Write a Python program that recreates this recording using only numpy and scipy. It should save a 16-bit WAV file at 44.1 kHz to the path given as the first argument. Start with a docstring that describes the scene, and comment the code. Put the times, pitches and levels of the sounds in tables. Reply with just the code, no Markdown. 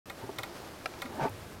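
"""On a wooden perch in a quiet room, an owlet snaps its beak, heard from close by.
Each snap is an impact: the bill tips ping, the horny edges crack, and bill and mouth resonate briefly.
Between snaps the mouth smacks open. Bumps and stick-slip friction excite the modes of the perch,
with small ticks, low thuds and rustling feathers, over faint room noise, hiss and a low rumble."""
import sys
import numpy as np
from scipy import signal
from scipy.fft import rfft, irfft
from scipy.io import wavfile
from scipy.ndimage import uniform_filter1d

SR = 44100
rng = np.random.default_rng(int(sys.argv[2]) if len(sys.argv) > 2 else 0)


def bounce(signal):
    """Save signal as a 16-bit WAV file at the path given by the first command-line argument."""
    frames = np.transpose(np.atleast_2d(signal))
    limited = np.clip(frames, -1, 1)
    pcm = np.round(limited * 32767).astype(np.int16)
    wavfile.write(sys.argv[1], SR, pcm)


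N = 70560
T = np.arange(N) / SR

# beak snaps: start_s, level_db, crack_offset_db, hollow_offset_db
SNAPS = [(0.0982, -6, -1.5, 2.5), (.3852, 0, 0.5, 0.5), (0.4326, -1.5, -.5, 0), (1.0188, -2, 0.5, 2.5),
         (1.0555, -14, -1, 7.5)]
# modes of the bill tips: pitch_hz, level_db, t60_s
TIP_MODES = [(3670, -24, 0.01), (3990, -33.5, .014), (3540, -49, 0.016)]
# hollow modes of bill and mouth: pitch_hz, level_db, t60_s
MOUTH_MODES = [(542.5, -39, 0.074), (779, -37, 0.076), (986, -39, 0.12), (1218, -37.5, 0.081),
               (1393, -31.5, 0.047), (1920, -30.5, 0.036), (2160, -28, .033), (2470, -38, 0.058)]
# crack of the horny edges: frequency_hz, density_db
CRACK_SPECTRUM = [(150, 0), (700, 4), (1500, 0), (2900, 5), (3600, 0), (4400, 4), (5600, -2), (8500, -5),
                  (9600, -8), (10300, 8), (11000, 1), (13000, -0.5), (15500, -2)]
# its duller echo off nearby wood: frequency_hz, density_db
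ECHO_SPECTRUM = [(100, -3), (400, 6), (1400, 3.5), (2900, -14), (3700, -2.5), (5600, -12), (10500, -11.5),
                 (15500, -20)]
def beak_snaps(crack_lag_s=0.000798, crack_rise_s=0.00061, mouth_lag_s=0.001147):
    """Impact excitation: the tips ping, the edges crack, and the mouth cavity resonates just after."""
    out = np.zeros(N)
    crack_grain, echo_grain = noise(CRACK_SPECTRUM), noise(ECHO_SPECTRUM)
    for start, db, crack_db, hollow_db in SNAPS:
        ping = ring(TIP_MODES, start, rise_s=0.00044)
        shut = start + crack_lag_s
        shift = int(shut * SR)  # every snap has the same grain
        crack = strike(shut, crack_rise_s, t60_s=0.011) * np.roll(crack_grain, shift)
        echo = undb(-10) * strike(shut, crack_rise_s, t60_s=0.088) * np.roll(echo_grain, shift)
        hollow = undb(hollow_db) * ring(MOUTH_MODES, start + mouth_lag_s, rise_s=0.0027)
        out += undb(db) * (ping + undb(crack_db - 26) * (crack + echo) + hollow)
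    return out


# wet smacks: start_s, level_db
SMACKS = [(.8578, 1), (.9374, -16.5)]
# modes of the opening mouth: pitch_hz, level_db, t60_s
SMACK_MODES = [(640, -35, 0.056), (730, -26.5, 0.037), (1330, -24.5, 0.033), (1610, -25, 0.021),
               (1880, -24, 0.013), (2390, -20, 0.016), (2710, -28, 0.023), (3990, -31, .014),
               (5300, -46, 0.0082)]
# spray of spit: frequency_hz, density_db
SPIT_SPECTRUM = [(100, -15), (400, 6.5), (1500, -2), (5200, -5), (7000, -18), (11000, -17), (15500, -28)]
def mouth_smacks(rise_s=0.0012):
    """Cavity resonance: the mouth pops open and rings, with a noise burst of spit."""
    out = np.zeros(N)
    spray = undb(-28) * noise(SPIT_SPECTRUM)
    for start, db in SMACKS:
        spit = spray * strike(start, rise_s / 2, t60_s=0.023)
        out += undb(db) * (ring(SMACK_MODES, start, rise_s) + spit)
    return highpass(out, 260)


# soft blows on the perch: start_s, level_db, contact_s
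BUMPS = [(0.236, -18, 0.00244), (0.2899, -17, 0.0017), (1.176, -33, 0.0014), (1.2227, -26, 0.00086),
         (1.2506, -10.5, 0.00071)]
# modes of the wood: pitch_hz, level_db, t60_s
PERCH_MODES = [(115, -33, 0.14), (274.6, -16.5, 0.081), (391, -6, 0.054), (577, -11.5, 0.022),
               (657, -9.5, 0.036), (873.3, -8, 0.067), (907, -9.5, 0.056), (1155, -13.5, 0.064),
               (1507, -18.5, 0.063)]
PERCH_CUTOFF_HZ = 133  # bumps and scrapes on the wood are thinned out below this
def perch_bumps():
    """Forced response: a force pulse drives the wood's modes; longer contact gives a duller knock."""
    out = np.zeros(N)
    age = T[:N // 50]
    for start, db, contact_s in BUMPS:
        force = age * np.exp(-2 * np.pi * age / contact_s)
        wood = ring(PERCH_MODES, start, rise_s=0.0023)
        out += undb(db) * signal.fftconvolve(wood, force / force.sum())[:N]
    return highpass(out, PERCH_CUTOFF_HZ)


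# low thuds: start_s, level_db, pitch_hz, t60_s
THUDS = [(.226, -36.5, 114, 0.14), (.290, -42, 126, 0.15), (0.387, -36, 116.4, 0.13),
         (1.05, -22.5, 250.4, 0.051), (1.098, -35, 233, 0.095), (1.15, -36.5, 220, 0.16),
         (1.175, -27.5, 290, 0.09), (1.213, -29, 136, 0.14), (1.296, -34, 100.5, 0.25)]
def weight_thuds():
    """Damped oscillation: each shift of the bird's weight excites one low mode."""
    return sum(ring([(hz, db, t60)], start, rise_s=0.0082) for start, db, hz, t60 in THUDS)


# dry ticks: start_s, level_db, centre_hz
TICKS = [(0.673, -40, 850), (1.142, -50, 3000), (1.2815, -40, 2400), (1.2935, -44, 13100)]
def ticks():
    """Broadband transients: brief contacts of claws and down give bursts of noise."""
    out = np.zeros(N)
    for start, db, hz in TICKS:
        band = noise([(hz / 4, -16), (hz, 0), (hz * 4, -32)])
        out += undb(db) * strike(start, rise_s=0.00075, t60_s=0.023) * band
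    return out


# dragging movements: start_s, rise_s, hold_s, release_s, level_db
SHUFFLES = [(0.209, 0.023, 0.011, 0.019, -49), (0.253, .02, 0.027, 0.018, -52.5),
            (1.085, 0.029, 0.049, 0.039, -47.5), (1.172, .042, .045, 0.027, -34),
            (1.269, 0.018, 0.011, 0.022, -48)]
# scraping on wood: frequency_hz, density_db
SCRAPE_SPECTRUM = [(30, -14), (70, -23), (130, 1.5), (200, -14), (300, -9.5), (800, 2), (1050, -11),
                   (1550, -14), (2000, -19.5), (3500, -29), (6000, -40), (15500, -50)]
def shuffles(rate_hz=1800):
    """Stick-slip friction: feet and feathers catch on the perch, scraping it and ringing its modes."""
    effort = np.zeros(N)
    for start, rise, hold, release, db in SHUFFLES:
        corners_s = start + np.cumsum([0, rise, hold, release])
        effort += undb(db) * np.interp(T, corners_s, [0, 1, 1, 0])
    impulse_response = highpass(ring(PERCH_MODES, 0, 0), PERCH_CUTOFF_HZ)
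    wood = unit_rms(signal.fftconvolve(catches(rate_hz), impulse_response)[:N])
    scrape = colour(catches(rate_hz), SCRAPE_SPECTRUM)
    return effort * (wood + scrape)


# one wing stroke: centre_s, half_length_s, level_db
WING_STROKE = (1.235, 0.027, -43)
# feather over feather: frequency_hz, density_db
WING_SPECTRUM = [(400, -9), (1150, -9), (1300, -9), (1530, 7), (1800, -10), (2300, -2), (3200, -12.5),
                 (5500, -13.5), (9000, -27), (15500, -33)]
def wing_brush():
    """Sliding friction: a wing brushes the body during the biggest shuffle."""
    centre_s, half_s, db = WING_STROKE
    swell = undb(db) * np.exp(-((T - centre_s) / half_s) ** 2)
    return swell * colour(catches(rate_hz=3600), WING_SPECTRUM)


# course of the rustle: time_s, level_db
RUSTLE_LEVELS = [(.06, -58), (.25, -51.5), (.42, -49.5), (.58, -46.5), (.72, -51), (.88, -50.5), (1.0, -47),
                 (1.15, -53.5), (1.29, -52), (1.36, -59), (1.6, -53)]
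# soft down: frequency_hz, density_db
DOWN_SPECTRUM = [(120, -9.5), (260, -1), (340, 7), (450, -4.5), (700, -4), (1300, -7.5), (2800, -17.5),
                 (5000, -15.5), (8000, -25.5), (15500, -31)]
def down_rustle():
    """Fibre friction: countless tiny slips merge into a rustle as the bird stirs."""
    return gain_curve(RUSTLE_LEVELS) * colour(catches(rate_hz=5000, spread_db=4), DOWN_SPECTRUM)


# room noise and hiss: frequency_hz, density_db
ROOM_SPECTRUM = [(15, -11), (25, -19.5), (82, -0.5), (152, -5.5), (228, -8.5), (449, -4.5), (710, -7.5),
                 (905, -11.5), (1090, -12), (1280, -11.5), (1390, -14), (1550, -13.5), (2260, -17),
                 (3680, -20.5), (7220, -26), (13100, -27.5), (15800, -34)]
def room_noise(level_db=-48.5, waver_db=1.07):
    """Amplitude modulation: broadband noise wavers slightly and at random."""
    drift = uniform_filter1d(rng.standard_normal(N), size=2000)
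    waver = unit_rms(uniform_filter1d(drift, size=2000))
    return undb(level_db + waver_db * waver) * noise(ROOM_SPECTRUM)


# course of the rumble: time_s, level_db
RUMBLE_LEVELS = [(.06, -55), (.7, -91), (1.3, -61), (1.4, -49.5), (1.52, -51), (1.6, -48.5)]
# its bass band: frequency_hz, density_db
RUMBLE_SPECTRUM = [(20, -80), (40, -10), (68, 1.5), (130, -2), (220, -9.5), (800, -60)]
def rumble():
    """Band-limited noise: a low rumble fades away, then grows at the end."""
    return gain_curve(RUMBLE_LEVELS) * noise(RUMBLE_SPECTRUM)


def strike(start_s, rise_s, t60_s):
    """Exponential damping: the envelope of a blow rises quickly, then falls 60 dB in t60_s."""
    age = np.maximum(T - start_s, 0)
    attack = 1 - np.exp(-age / max(rise_s, 1e-5))
    return attack * np.exp(-np.log(1000) * age / t60_s)


def ring(modes, start_s, rise_s):
    """Modal superposition: damped sinusoids set off at one moment."""
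    return sum(undb(db) * strike(start_s, rise_s, t60) * np.sin(2 * np.pi * hz * (T - start_s))
               for hz, db, t60 in modes)


def catches(rate_hz, spread_db=0.5):
    """Poisson process: fibres catch and slip at random, in clicks of uneven size."""
    clicks = (rng.random(N) < rate_hz / SR) * rng.choice([-1, 1], N)
    return clicks * undb(spread_db * rng.standard_normal(N))


def colour(x, spectrum):
    """Spectral shaping: filter by a curve of (Hz, dB) points, then scale to rms 1."""
    hz, db = np.array(spectrum, float).T
    bins_hz = np.maximum(np.arange(N // 2 + 1) * SR / N, 1)
    gain = undb(np.interp(np.log(bins_hz), np.log(hz), db))
    return unit_rms(irfft(rfft(x) * gain, N))


def noise(spectrum):
    """Gaussian noise with the given spectrum."""
    return colour(rng.standard_normal(N), spectrum)


def highpass(x, hz):
    """Second-order attenuation of the bass below hz."""
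    return signal.sosfilt(signal.butter(2, hz, "highpass", fs=SR, output="sos"), x)


def gain_curve(levels):
    """Interpolation of (s, dB) points into an amplitude envelope."""
    return undb(np.interp(T, *np.array(levels).T))


def undb(db):
    """Decibels to amplitude ratio."""
    return 10 ** (np.asarray(db) / 20)


def unit_rms(x):
    """Normalisation to rms 1."""
    return x / np.sqrt(np.mean(x ** 2))


def scene():
    """Linear superposition: bird, perch and room add in one channel."""
    mouth = beak_snaps() + mouth_smacks()
    movement = perch_bumps() + weight_thuds() + ticks() + shuffles() + down_rustle()
    return (mouth + movement + room_noise() + rumble() + wing_brush())[None]


def record(dry, silence_s=0.057, cutoff_hz=15900):
    """Gating and band limiting: a moment of silence, then the sound through a steep low-pass."""
    lowpass = signal.ellip(10, .2, 70, cutoff_hz, fs=SR, output="sos")
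    return signal.sosfilt(lowpass, dry * (T >= silence_s))


dry = scene()
out = record(dry)
bounce(out)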